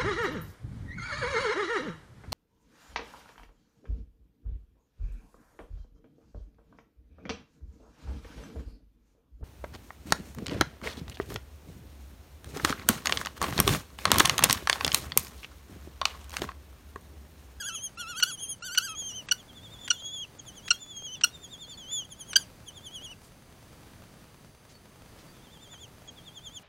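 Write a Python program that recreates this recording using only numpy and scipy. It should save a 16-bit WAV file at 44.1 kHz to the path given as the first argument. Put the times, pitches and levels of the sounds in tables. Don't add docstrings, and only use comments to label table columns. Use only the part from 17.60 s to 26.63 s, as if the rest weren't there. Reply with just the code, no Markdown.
import sys
import numpy as np
from scipy import signal
from scipy.fft import rfft, irfft
from scipy.io import wavfile
from scipy.ndimage import uniform_filter1d

SR = 44100
rng = np.random.default_rng(int(sys.argv[2]) if len(sys.argv) > 2 else 0)


def makeup_ratio(level_db):
    decades = np.asarray(level_db, float) / 20
    return 10 ** decades


def pcm_store(signal):
    levels = np.round(np.clip(np.atleast_2d(signal), -1, 1) * 32767)
    wavfile.write(sys.argv[1], SR, levels.astype(np.int16).T)


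N = 398223
T = np.arange(N) / SR


def band(x, lo_hz, hi_hz):
    return signal.sosfilt(signal.butter(2, [lo_hz, hi_hz], "band", fs=SR, output="sos"), x)


def unit(x):
    return x / np.sqrt(np.mean(x ** 2))


def add(out, start_s, x):
    i = int(start_s * SR)
    out[i:i + len(x)] += x[:len(out) - i]


def town():
    # pitch_hz [Hz], level_db [dB per Hz]
    spectrum = [(12, -34), (20, -7.5), (113, 1), (216, -5), (357, -9.5), (6180, -26.5), (9670, -29.5),
                (16000, -31)]
    hz, db = np.transpose(spectrum)
    f = np.fft.rfftfreq(N, 1 / SR)
    tilt = makeup_ratio(np.interp(np.log(f + 1), np.log(hz), db))
    rumble = irfft(rfft(rng.standard_normal(N)) * tilt, N)
    swell = unit(uniform_filter1d(rng.standard_normal(N), SR // 3))
    return makeup_ratio(-53.5 + 1.1 * swell) * unit(rumble)


def electronics():
    # pitch_hz [Hz], level_db [dB]
    whine = [(4689, -77), (6250, -76.5), (9372, -75.5), (10939, -80)]
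    beacon_first_s, beacon_every_s, beacon_length_s = .0886, .1024, .00272
    clock_first_s, clock_every_s = .4245, .9995
    out = sum(np.sqrt(2) * makeup_ratio(db) * np.sin(2 * np.pi * hz * T) for hz, db in whine)
    t = np.arange(80) / SR
    spike = np.exp(-t / 0.00026)
    step = np.exp(-t / 0.00033)
    for s in np.arange(beacon_first_s, T[-1], beacon_every_s):
        add(out, s, -makeup_ratio(-39.5) * spike)
        add(out, s + beacon_length_s, makeup_ratio(-42.5) * spike)
    for s in np.arange(clock_first_s, T[-1], clock_every_s):
        for lag_s, sign in (0, -1), (.0005, 1), (.0015, -1):
            add(out, s + lag_s, sign * makeup_ratio(-40.5) * step)
    return out


def sparrows():
    # start_s [s], length_s [s], first_hz [Hz], last_hz [Hz], level_db [dB]
    peeps = [
        (7.13, 0.056, 4550, 4400, -62),
        (4.6, .06, 3300, 3000, -60),
        (7.656, 0.081, 4550, 4700, -65),
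        (2.396, 0.022, 4000, 3800, -54),
    ]
    out = np.zeros(N)
    for s, length_s, first_hz, last_hz, db in peeps:
        n = int(length_s * SR)
        turn = 2 * np.pi * np.cumsum(np.linspace(first_hz, last_hz, n)) / SR
        add(out, s, 2 * makeup_ratio(db) * np.sin(turn) * np.hanning(n))
    return out


def litter():
    # start_s [s], length_s [s], pitch_hz [Hz], level_db [dB]
    rustles = [
        (4.086, 0.045, 3500, -59),
        (4.293, 0.055, 2180, -55),
        (5.59, 0.12, 5800, -60),
        (7.074, 0.075, 3200, -58.5),
        (7.551, 0.1, 3020, -60),
        (8.121, 0.033, 990, -51),
    ]
    out = np.zeros(N)
    for s, length_s, hz, db in rustles:
        grit = rng.standard_normal(8192) ** 3
        n = int(length_s * SR)
        add(out, s, makeup_ratio(db) * unit(band(grit, hz / 2, hz * 2))[:n] * np.hanning(n))
    return out


def beak_snaps():
    # [dB, peak]
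    snaps = [(0.599, -26.5), (1.1492, -27.5), (1.6866, -28.5), (2.278, -27), (3.0795, -27.5), (3.611, -29),
             (4.7316, -26)]
    out = np.zeros(N)
    t = np.arange(int(0.012 * SR)) / SR
    for s, db in snaps:
        grit = rng.standard_normal(len(t)) ** 2 * rng.choice([-1, 1], len(t))
        grit *= np.clip(1 - t / 0.0077, 0, 1) ** 0.3
        grit[0] = -8
        dull = unit(band(grit, 1300, 3320))
        bright = unit(band(grit, 2000, 6100))
        add(out, s, makeup_ratio(db - 11.5) * (dull + (.3 + t / .012) * 0.99 * bright))
    return out


def parent_yelps():
    # start_s [s], open_hz [Hz], broken_hz (pitch after the break) [Hz], level_db [dB], break_ms [ms]
    yelps = [(0.6246, 2890, 2930, -15, 3.2), (1.1741, 2940, 2974, -15.5, 3.7),
             (1.7112, 2870, 2958, -17.5, 6.4), (2.3022, 2905, 2870, -16.5, 7),
             (3.1043, 2795, 2827, -14.5, 5.7), (3.635, 2813, 2850, -14.5, 7.5),
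             (4.7559, 2940, 3148, -13.5, 4.7)]
    odd_levels = [-3, -4, -3, -4.5, -2, -3.5, 3]
    open_levels = [0.5, 1, -14.5]
    broken_levels = [-6, -2.5, -2, -8, -18.5, -22]
    length_ms = 16.4
    out = np.zeros(N)
    t = np.arange(int(.07 * SR)) / SR
    ms = t * 1000
    for (s, open_hz, broken_hz, db, break_ms), odd_db in zip(yelps, odd_levels):
        broken = np.clip((ms - break_ms) / 2.15 + .5, 0, 1)
        hz = (open_hz + (broken_hz - open_hz) * broken) * (1 + 0.3 * np.exp(-t / 0.00087))
        shake = (0.013 + 0.013 * (ms / length_ms) ** 2) * unit(band(rng.standard_normal(len(t)), 150, 1180))
        turn = np.pi * np.cumsum(hz * (1 + shake)) / SR
        first = sum(makeup_ratio(d) * np.sin(2 * (k + 1) * turn) for k, d in enumerate(open_levels))
        second = sum(makeup_ratio(d + odd_db * (k in (2, 4))) * np.sin((k + 1) * turn - 1.3 * k ** 2)
                     for k, d in enumerate(broken_levels))
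        air = rng.standard_normal(len(t)) * (1 + 0.27 * np.cos(turn))
        late = np.exp(-((ms - 0.65 * length_ms) / 4.8) ** 2)
        rasp = late * makeup_ratio(-11.5) * unit(band(air, 3700, 15500))
        attack = 1 - np.exp(-(t / 0.002) ** 2)
        shape = attack / (1 + np.exp((ms - 0.88 * length_ms) / 0.65))
        hiss = makeup_ratio(-28.5) * unit(band(air, 1980, 15000)) * np.exp(-t / 0.025) * (ms > length_ms / 2)
        voice = (1 - broken) * first + broken * second + rasp
        add(out, s, makeup_ratio(db) * (shape * voice + hiss))
    return out


def rising(rows):
    s, *rest = np.transpose(rows)
    return np.maximum.accumulate(np.maximum(s, 0)) + 1e-5 * np.arange(len(s)), *rest


def phrase(pulses, breath, voice):
    lead_s, tail_s, first_db, last_db = breath
    low_at, climb, upper_db = voice
    s, hz, sag, low, high = pulses[0]
    turns = [(s - lead_s, hz * (1 - climb * lead_s))]
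    levels = [(s - lead_s, low - first_db, high - first_db - upper_db)]
    for k, (s, hz, sag, low, high) in enumerate(pulses):
        fade = first_db + (last_db - first_db) * k / max(len(pulses) - 1, 1)
        thin = np.clip((fade - 4.5) / (12 - 4.5), 0, 1)
        muted = 0.82 * thin
        turns.append((s, hz))
        levels.append((s, low - muted * fade, high - muted * (fade + upper_db)))
        if k + 1 < len(pulses):
            period = pulses[k + 1][0] - s
            turns.append((s + low_at * period, hz - sag))
            levels.append((s + .27 * thin * period, low, high))
            levels.append((s + (low_at + 0.079 * thin) * period, low - fade, high - fade - upper_db))
    hold_s = .55 * tail_s
    turns += [(s + hold_s, hz - 0.37 * sag), (s + tail_s, hz - sag)]
    levels += [(s + hold_s, low, high - 3), (s + tail_s, low - 14.5, high - 14.5 - 16)]
    return rising(turns), rising(levels)


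def glide(s, hz, t):
    slope = np.diff(hz) / np.diff(s)
    inner = np.where(slope[1:] * slope[:-1] > 0, (slope[1:] + slope[:-1]) / 2, 0)
    m = np.r_[slope[0], inner, slope[-1]]
    k = np.clip(np.searchsorted(s, t) - 1, 0, len(slope) - 1)
    width = np.diff(s)[k]
    v = (t - s[k]) / width
    bend = (m[k] - slope[k]) * (1 - v) - (m[k + 1] - slope[k]) * v
    return hz[k] + v * width * (slope[k] + (1 - v) * bend)


def chick(knots, partials_db, flutter, wobble):
    (s, hz), (at, low_db, high_db) = knots
    t = np.arange(s[0], s[-1], 1 / SR)
    i = int(s[0] * SR)
    here = slice(i, i + len(t))
    pitch = glide(s, hz, t)
    closed = np.clip(np.gradient(pitch) * SR / pitch / 2.5, 0, 1)
    muffle_db = 3 * (hz[0] > 2000)
    turn = 2 * np.pi * np.cumsum(pitch * (1 + wobble[here])) / SR
    levels = partials_db(np.interp(t, at, low_db), np.interp(t, at, high_db))
    voice = sum(makeup_ratio(db - muffle_db * min(k + 1, 3) * closed) * np.sin((k + 1) * turn)
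                for k, db in enumerate(levels))
    edges = np.clip(np.minimum(t - s[0] + (s[0] < .003), s[-1] - t) / .004, 0, 1)
    return s[0], np.sqrt(2) * voice * edges * (1 + flutter[here])


def chicks():
    # crest_s [s], crest_hz [Hz], sag_hz [Hz], fundamental_db [dB], third_db [dB]
    deep = [
        [(.004, 1660, 292, -41, -46), (.08, 1650, 326, -39, -46), (.14, 1353, 190, -45.5, -59)],
        [(.403, 1443, 140, -42, -48.5), (.507, 1445, 181, -43, -50.5), (.591, 1546, 242, -42.5, -44.5),
         (.686, 1562, 420, -44, -48.5)],
        [(1.066, 1560, 161, -47, -48), (1.137, 1556, 238.5, -46, -47.5), (1.253, 1617, 310, -43, -44),
         (1.33, 1295, 165, -47.5, -69)],
    ]
    # crest_s [s], crest_hz [Hz], sag_hz [Hz], fundamental_db [dB], octave_db [dB]
    whistles = [
        [(.055, 3395, 385, -44, -37.5), (.152, 3340, 265, -44.5, -38), (.243, 3290, 380, -45, -34)],
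        [(.387, 3530, 680, -39.5, -45)],
        [(.495, 3480, 400, -50, -52)],
        [(.572, 3280, 271, -43, -46), (.635, 3430, 160, -46, -46), (.73, 3340, 285, -45, -42)],
        [(.836, 3270, 147, -44, -38), (.896, 3294, 363, -45, -37)],
        [(1.042, 3670, 580, -46.5, -45)],
        [(1.229, 3300, 240, -48, -46), (1.295, 3270, 220, -45, -42)],
        [(1.395, 3376, 202, -42, -35.5), (1.475, 3184, 344, -44, -37), (1.562, 3120, 376, -41, -41)],
    ]
    swells = [
        [(1.78, 3550, 690, -50.5, -56)],
        [(1.88, 3500, 392, -52, -75), (1.96, 3560, 250, -47.5, -60), (2.039, 3630, 364, -47.5, -61),
         (2.127, 3660, 319, -48, -59), (2.211, 3520, 298, -47, -57), (2.33, 3500, 358, -45, -53),
         (2.46, 3340, 30.2, -38.5, -40.5), (2.542, 3485, 235, -37.5, -43), (2.614, 3300, 760, -38, -46)],
        [(2.787, 3450, 460, -46.5, -37)],
        [(2.862, 3490, 489, -47.5, -45.5), (2.957, 3420, 504, -50, -48.5), (3.053, 3360, 230, -47, -46.5)],
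        [(3.127, 3290, 60, -44, -50), (3.207, 3560, 158, -45.5, -43.5), (3.302, 3500, 200, -42.5, -48),
         (3.37, 3277, 101, -44, -39.5), (3.454, 3313, 350, -40.5, -40), (3.538, 3104, 520, -41, -41.5)],
    ]
    trills = [
        [(3.652, 3420, 70, -45, -56), (3.728, 3780, 240, -45, -54), (3.823, 3630, 405, -44.5, -44.5),
         (3.915, 3710, 460, -42, -48), (4.007, 3630, 394, -42.5, -49), (4.099, 3590, 590, -45, -47.5)],
        [(4.176, 3485, 468, -47, -52), (4.332, 3517, 670, -35.5, -33.5)],
        [(4.434, 3480, 390, -48, -53.5), (4.502, 3570, 513, -46.5, -45), (4.59, 3455, 428, -46.5, -42),
         (4.685, 3320, 450, -49, -43), (4.789, 3480, 970, -53, -45)],
        [(5.064, 3470, 528, -42.5, -45), (5.152, 3630, 477, -46, -52), (5.244, 3550, 574, -42.5, -48),
         (5.344, 3365, 500, -40.5, -47.5), (5.448, 3380, 550, -42.5, -47.5), (5.512, 2990, 566, -46.5, -53.5)],
    ]
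    resumed = [
        [(7.755, 3550, 298, -67, -80), (7.844, 3590, 526, -62, -73), (7.932, 3580, 469, -56, -66),
         (8.028, 3610, 450, -53.5, -58.5), (8.12, 3560, 500, -49.5, -51.5), (8.215, 3510, 870, -48, -49)],
        [(8.477, 3370, 290, -44, -45.5)],
        [(8.56, 3600, 422, -49, -73), (8.656, 3670, 500, -45, -58), (8.752, 3590, 485, -43.5, -50),
         (8.844, 3590, 486, -41.5, -47), (8.948, 3575, 890, -41.5, -41)],
    ]
    sibling = [
        [(.125, 3420, 940, -41.5, -42)],
        [(.685, 3430, 380, -50, -56)],
        [(.795, 3390, 950, -50, -51)],
        [(1.495, 3440, 380, -57, -50)],
        [(2.19, 3570, 140, -52, -72), (2.25, 3570, 110, -48, -46)],
        [(2.375, 3580, 200, -46, -50), (2.475, 3720, 199, -56, -70), (2.57, 3430, 540, -56, -45.5)],
        [(3.554, 3550, 404, -51.5, -78)],
        [(4.031, 4400, 270, -49, -80)],
        [(4.117, 4580, 350, -48, -80)],
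    ]
    # run_up_s [s], dying_fall_s [s],
    # first_fade_db (between the first pulses) [dB], last_fade_db [dB]
    deep_breath = [(.004, 0.02, 6.5, 10.5), (.032, 0.042, 5, 4), (0.045, .03, -5, 5.5)]
    whistle_breath = [(0.043, .046, 1.2, 5.4), (0.0037, .049, 18, 20), (0.029, 0.049, 3, 3),
                      (.025, 0.036, 1.3, 3.2), (0.063, 0.059, 4.9, 5.5), (0.0033, 0.055, 15, 13),
                      (0.03, 0.049, 1.5, 3), (.048, .062, 2.7, 1.4), (.004, 0.044, 11, 11),
                      (0.0033, 0.042, 12.4, 2.6), (.004, 0.022, 21, 14), (.004, 0.047, 13.4, 10.4),
                      (0.0046, .028, 13.4, 2.5), (.004, 0.05, 23, 7.5), (0.0053, 0.11, 2.8, 3),
                      (0.0037, 0.067, 22, 7.9), (.004, 0.027, 20, 1.5), (0.033, 0.05, 2.7, 8.8),
                      (.004, 0.029, 11.6, 14), (0.0037, 0.047, 20, 12.4)]
    sibling_breath = [(0.0049, .07, 20, 20), (0.0275, .035, 2.7, 3), (0.0047, .067, 3, 3),
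                      (0.03, 0.043, 3, 3), (0.0043, 0.026, 3, 3), (.03, 0.0464, 18, 3),
                      (0.0071, 0.048, 3, 3), (.004, 0.031, 22, 22), (.004, 0.049, 16, 21)]
    beak_open = [-9.5, 2, -7, -0.5, -0.5, -3, -6, -19.5, -20, -22, -32, -9, -25, -14.5, -22, -3, -4.5, -15,
                 -25, -17]
    deep_bright = [4, 4.5, 0, -6.5, -10, -5, -15]
    deep_voice, whistle_voice = (.48, 3.0, 12.6), (0.48, 1.5, 4.8)

    out = np.zeros(N)
    flutter = .06 * unit(band(rng.standard_normal(N), 40, 300))
    wobble = .003 * unit(band(rng.standard_normal(N), 15, 80))

    def deep_partials(low, third):
        return [low, low - 2.5] + [third + d for d in deep_bright]

    for pulses, breath in zip(deep, deep_breath):
        add(out, *chick(phrase(pulses, breath, deep_voice), deep_partials, flutter, wobble))

    whistled = whistles + swells + trills + resumed + sibling
    breaths = whistle_breath + sibling_breath
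    openings = beak_open + [-13] * len(sibling)
    for pulses, breath, open_db in zip(whistled, breaths, openings):
        def whistle_partials(low, octave):
            return [low, octave, 1.3 * octave + 14 + open_db, 1.03 * octave + 0.49 * open_db - 15.0]

        add(out, *chick(phrase(pulses, breath, whistle_voice), whistle_partials, flutter, wobble))
    return out


def box(dry):
    t = np.arange(int(.3 * SR)) / SR
    boards = makeup_ratio(-35.5) * np.exp(-np.log(1000) * t / 0.038)
    walls = makeup_ratio(-48.5) * np.exp(-np.log(1000) * t / 0.2)
    echoes = band(rng.standard_normal(len(t)), 1100, 15000) * (boards + walls) * (t > .002)
    return dry + signal.fftconvolve(dry, echoes)[:N]


def scene():
    birds = chicks() + parent_yelps() + beak_snaps() + litter() + sparrows()
    return (box(birds) + town() + electronics())[None]


def low_pass(x):
    return signal.sosfilt(signal.butter(12, 16440, fs=SR, output="sos"), x)


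def record(dry):
    # start_s [s], length_s [s]
    treble_drops = [(.355, .022), (.608, .026), (.991, .056), (1.156, .02), (1.663, .059), (2.301, .028),
                    (2.782, .028), (3.1, .03), (3.586, .056), (4.735, .027), (8.478, .028)]
    f = np.fft.rfftfreq(N, 1 / SR)
    dry = irfft(rfft(dry) * (f < 15800), N)
    gaps = sum((T > s) & (T < s + length_s) for s, length_s in treble_drops)
    treble = irfft(rfft(dry) * np.clip((f - 8600) / 300, 0, 1), N)
    mix = dry - treble * uniform_filter1d(1. * gaps, 90)
    return low_pass(mix)


dry = scene()
out = record(dry)
pcm_store(out)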